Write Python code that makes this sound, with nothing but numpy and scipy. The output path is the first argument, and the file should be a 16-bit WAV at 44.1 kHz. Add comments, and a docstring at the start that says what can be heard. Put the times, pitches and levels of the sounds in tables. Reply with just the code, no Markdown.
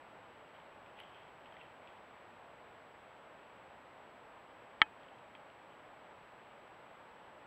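"""Night in dry scrub, heard by a trail camera. From the start, far-off air noise hisses steadily through
its narrow-band microphone and its electronics whine faintly. From 0.5 s to about 2 s a coyote pads away
over gravel: its paws drag through grit and knock small stones into ringing. At 4.8 s something in the
plastic case snaps beside the microphone, exciting the case's modes in a sharp double click.
A few fainter steps follow until 5.8 s; then only hiss and whine remain."""
import sys
import numpy as np
from scipy import signal
from scipy.fft import rfft, irfft
from scipy.io import wavfile
from scipy.ndimage import uniform_filter1d

SR = 44100
rng = np.random.default_rng(int(sys.argv[2]) if len(sys.argv) > 2 else 0)


def wav_out(sig):
    """Save sig, one row per channel (or a flat mono array), as 16-bit PCM at SR to the path in sys.argv[1]."""
    wavfile.write(sys.argv[1], SR, np.round(np.clip(np.atleast_2d(sig).T, -1, 1) * 32767).astype(np.int16))


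N = 328986

# spectrum of grit grains rubbing together: (frequency [Hz], relative level [dB])
GRIT_SPECTRUM = [(1000, -25), (2000, -4.5), (2800, -4.5), (3200, 1.5), (3600, -16), (5000, -32),
                 (8000, -42)]


def undb(db):
    """Amplitude ratio of a level in decibels."""
    return 10 ** (np.asarray(db) / 20)


def level(x, db):
    """Normalisation to an rms level."""
    return x * undb(db) / np.sqrt(np.mean(x ** 2))


def colour(x, points):
    """Spectral shaping by a curve of (frequency [Hz], gain [dB]) points."""
    hz, db = np.transpose(points)
    bins = np.maximum(np.arange(len(x) // 2 + 1) * SR / len(x), 1)
    gain = undb(np.interp(np.log(bins), np.log(hz), db))
    return irfft(rfft(x) * gain, len(x))


def butter(x, hz, kind, order):
    """Causal Butterworth filter, maximally flat in its passband."""
    return signal.sosfilt(signal.butter(order, np.minimum(hz, SR / 2 - 1), kind, fs=SR, output="sos"), x)


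def fade(t, t60):
    """Exponential damping, 60 dB down after t60 seconds."""
    return np.exp(-np.log(1000) * t / t60)


def add(out, start, x):
    """Superposition of x onto out from a start time in seconds."""
    i = int(round(start * SR))
    out[i:i + len(x)] += x[:len(out) - i]


def drift(rate_hz):
    """Random steps smoothed into a fluctuation of unit standard deviation."""
    hold = int(SR / rate_hz)
    steps = np.repeat(rng.standard_normal(N // hold + 1), hold)
    smooth = uniform_filter1d(uniform_filter1d(steps, hold), hold)[:N]
    return smooth / smooth.std()


def stone_knocks(crack_t60=0.011, crack_db=-10, settle_t60=0.1, settle_db=-21):
    """Impact excitation: a stone knocked by a paw cracks and rings, then the grit around it settles."""
    # paw strikes on stones: (time [s], level [dB], frequency [Hz], ring t60 [s])
    strikes = [(0.6001, -51.5, 2500, .006), (0.8619, -49, 2400, .006), (0.989, -51, 2690, .018),
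               (1.0018, -41, 3000, .015), (1.0366, -50, 3070, .013), (1.4589, -49.5, 2600, .01),
               (1.5235, -53.5, 3195, .02), (1.5675, -46, 1996, .011), (1.6124, -47.5, 2700, .035),
               (1.8737, -43.5, 2600, 0.0066), (5.0852, -50.5, 2890, .011), (5.3514, -42.5, 2470, .005),
               (5.501, -50, 2940, .012)]
    out, t = np.zeros(N), np.arange(SR // 10) / SR
    for start, db, hz, t60 in strikes:
        ring = np.sin(2 * np.pi * hz * t) * fade(t, t60)
        grit = level(colour(rng.standard_normal(len(t)), GRIT_SPECTRUM), 0)
        crack = undb(crack_db) * fade(t, crack_t60)
        settling = undb(settle_db) * fade(t, settle_t60)
        add(out, start, undb(db) * (ring + grit * (crack + settling)))
    return butter(out, 3900, "low", order=6)


def paw_pressure(press_share=0.23):
    """Contact loading: in each scuff the weight comes on quickly and eases off slowly."""
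    # paws dragging through grit: (time [s], duration [s], relative level [dB])
    drags = [(0.53, 0.08, -66), (0.95, 0.18, -60.5), (1.09, 0.24, -64), (1.453, 0.04, -66),
             (1.57, 0.16, -64.5), (1.87, 0.10, -67), (4.99, 0.08, -70), (5.68, 0.12, -69)]
    t = np.arange(N) / SR
    return sum(undb(db) * np.interp((t - start) / duration, [0, press_share, 1], [0, 1, 0])
               for start, duration, db in drags)


def paw_scuffs(grains_per_s=3500, scatter_db=3, grit_db=-0.5):
    """Granular friction: dense random clicks merge into noise whose amplitude follows the paw's load."""
    contacts = rng.random(N) < grains_per_s / SR
    polarity = rng.choice([-1, 1], N)
    strength = undb(scatter_db * rng.standard_normal(N))
    grit = colour(contacts * polarity * strength, GRIT_SPECTRUM)
    return level(grit, grit_db) * paw_pressure()


def loose_pebbles(ticks_per_s=9, tick_db=-57, scatter_db=2, tick_hz=3150, spread_hz=140, t60=0.013):
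    """Damped free vibration: pebbles loosened by the paws tick at random, each at a single frequency."""
    # stretches of walking on loose ground: (start time [s], end time [s])
    stretches = [(0.9, 2.1), (4.95, 5.6)]
    out, t = np.zeros(N), np.arange(SR // 20) / SR
    for start, end in stretches:
        count = int(ticks_per_s * (end - start))
        for when, size, pitch in rng.uniform(-1, 1, (count, 3)):
            tick = np.sin(2 * np.pi * (tick_hz + spread_hz * pitch) * t) * fade(t, t60)
            onset = start + (end - start) * (when + 1) / 2
            add(out, onset, undb(tick_db + scatter_db * size) * tick)
    return out


def pebble_chinks(t60=0.013):
    """Collision of small hard bodies: pebbles hit each other and ring briefly, high in the treble."""
    # pebble striking pebble: (time [s], level [dB])
    collisions = [(1.0007, -67), (1.633, -80)]
    # spectrum of their ringing: (frequency [Hz], relative level [dB])
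    spectrum = [(8000, -30), (9600, -8), (10800, 1.5), (12000, -10), (13700, -10), (14500, -30)]
    out, t = np.zeros(N), np.arange(SR // 20) / SR
    for start, db in collisions:
        ring = colour(rng.standard_normal(len(t)), spectrum)
        add(out, start, level(ring, db) * fade(t, t60))
    return out


def case_snap(port_hz=3470, crack_db=-36):
    """Modal ringing: two blows excite the case; the microphone port muffles all but a trace of crack."""
    # modes of the plastic case: (frequency [Hz], level [dB], t60 [s])
    modes = [(308, -52, 0.13), (403, -41, 0.03), (858, -35, 0.077), (937, -39, 0.065), (1252, -58, 0.054),
             (1316, -18.5, 0.028), (1610, -22.5, 0.04), (1750, -23, 0.041), (1850, -12.5, 0.017),
             (2000, -23.5, .025), (2220, -18, 0.023), (2520, -45, 0.15), (2830, -16, 0.01),
             (3083, -27.5, 0.0383), (3230, -19.5, 0.017), (3770, -20, 0.014), (4410, -22, 0.0045),
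             (5770, -15.5, 0.0097)]
    # the two stages in which the snap gives way: (time [s], relative force [dB])
    stages = [(4.81678, -6.7), (4.81771, 0)]
    out, t = np.zeros(N), np.arange(SR // 4) / SR
    ring = sum(undb(db) * np.cos(2 * np.pi * hz * t) * fade(t, t60) for hz, db, t60 in modes)
    crack = undb(crack_db) * butter(signal.unit_impulse(len(t)), 12000, "low", order=1)
    blow = butter(ring, port_hz, "low", order=6) + crack
    for start, db in stages:
        add(out, start, undb(db) * blow)
    return out


def night_air(air_db=-57, breeze_db=0.13, breeze_hz=1.4, flicker_db=0.05):
    """Amplitude modulation: air noise swells slightly with the breeze; lows and highs waver separately."""
    # distant air through the narrow-band microphone: (frequency [Hz], relative level [dB])
    spectrum = [(20, -12.5), (50, -12.5), (110, -7.5), (170, -8), (390, -5.5), (620, 0), (730, -2),
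                (860, 0), (1100, -4), (1500, -7), (2500, -13), (3150, -17), (4400, -29.5), (7000, -46)]
    air = colour(rng.standard_normal(N), spectrum)
    low = colour(air, [(700, 4.5), (1400, -34)])
    wavering = sum(band * undb(flicker_db * drift(rate_hz=5)) for band in (low, air - low))
    swell = undb(breeze_db * drift(breeze_hz))
    return level(wavering * swell, air_db)


def electronics(whine_hz=7796.5, scan_hz=59.55, jitter_rad=0.13, whine_db=-83.7, hiss_db=-93.0):
    """Ring modulation: each sensor scan flips a tone's polarity, making sidebands over amplifier hiss."""
    t = np.arange(N) / SR
    carrier = np.sin(2 * np.pi * whine_hz * t + jitter_rad * drift(rate_hz=60))
    polarity = np.sign(np.cos(np.pi * scan_hz * t))
    whine = colour(carrier * polarity, [(4000, -20.5), (6500, -5.5), (8000, -7), (9500, -27)])
    return level(whine, whine_db) + level(rng.standard_normal(N), hiss_db)


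def scene():
    """Superposition: all sources add in one microphone channel."""
    mix = night_air() + stone_knocks() + paw_scuffs() + pebble_chinks() + case_snap()
    return (mix + electronics() + loose_pebbles())[None]


def record(dry, bottom_hz=42, top_hz=15700):
    """Band limiting: the camera cuts the deepest bass and the highest treble."""
    treble_cut = signal.ellip(10, .1, 70, top_hz, fs=SR, output="sos")
    return signal.sosfilt(treble_cut, butter(dry, bottom_hz, "high", order=2))


dry = scene()
out = record(dry)
wav_out(out)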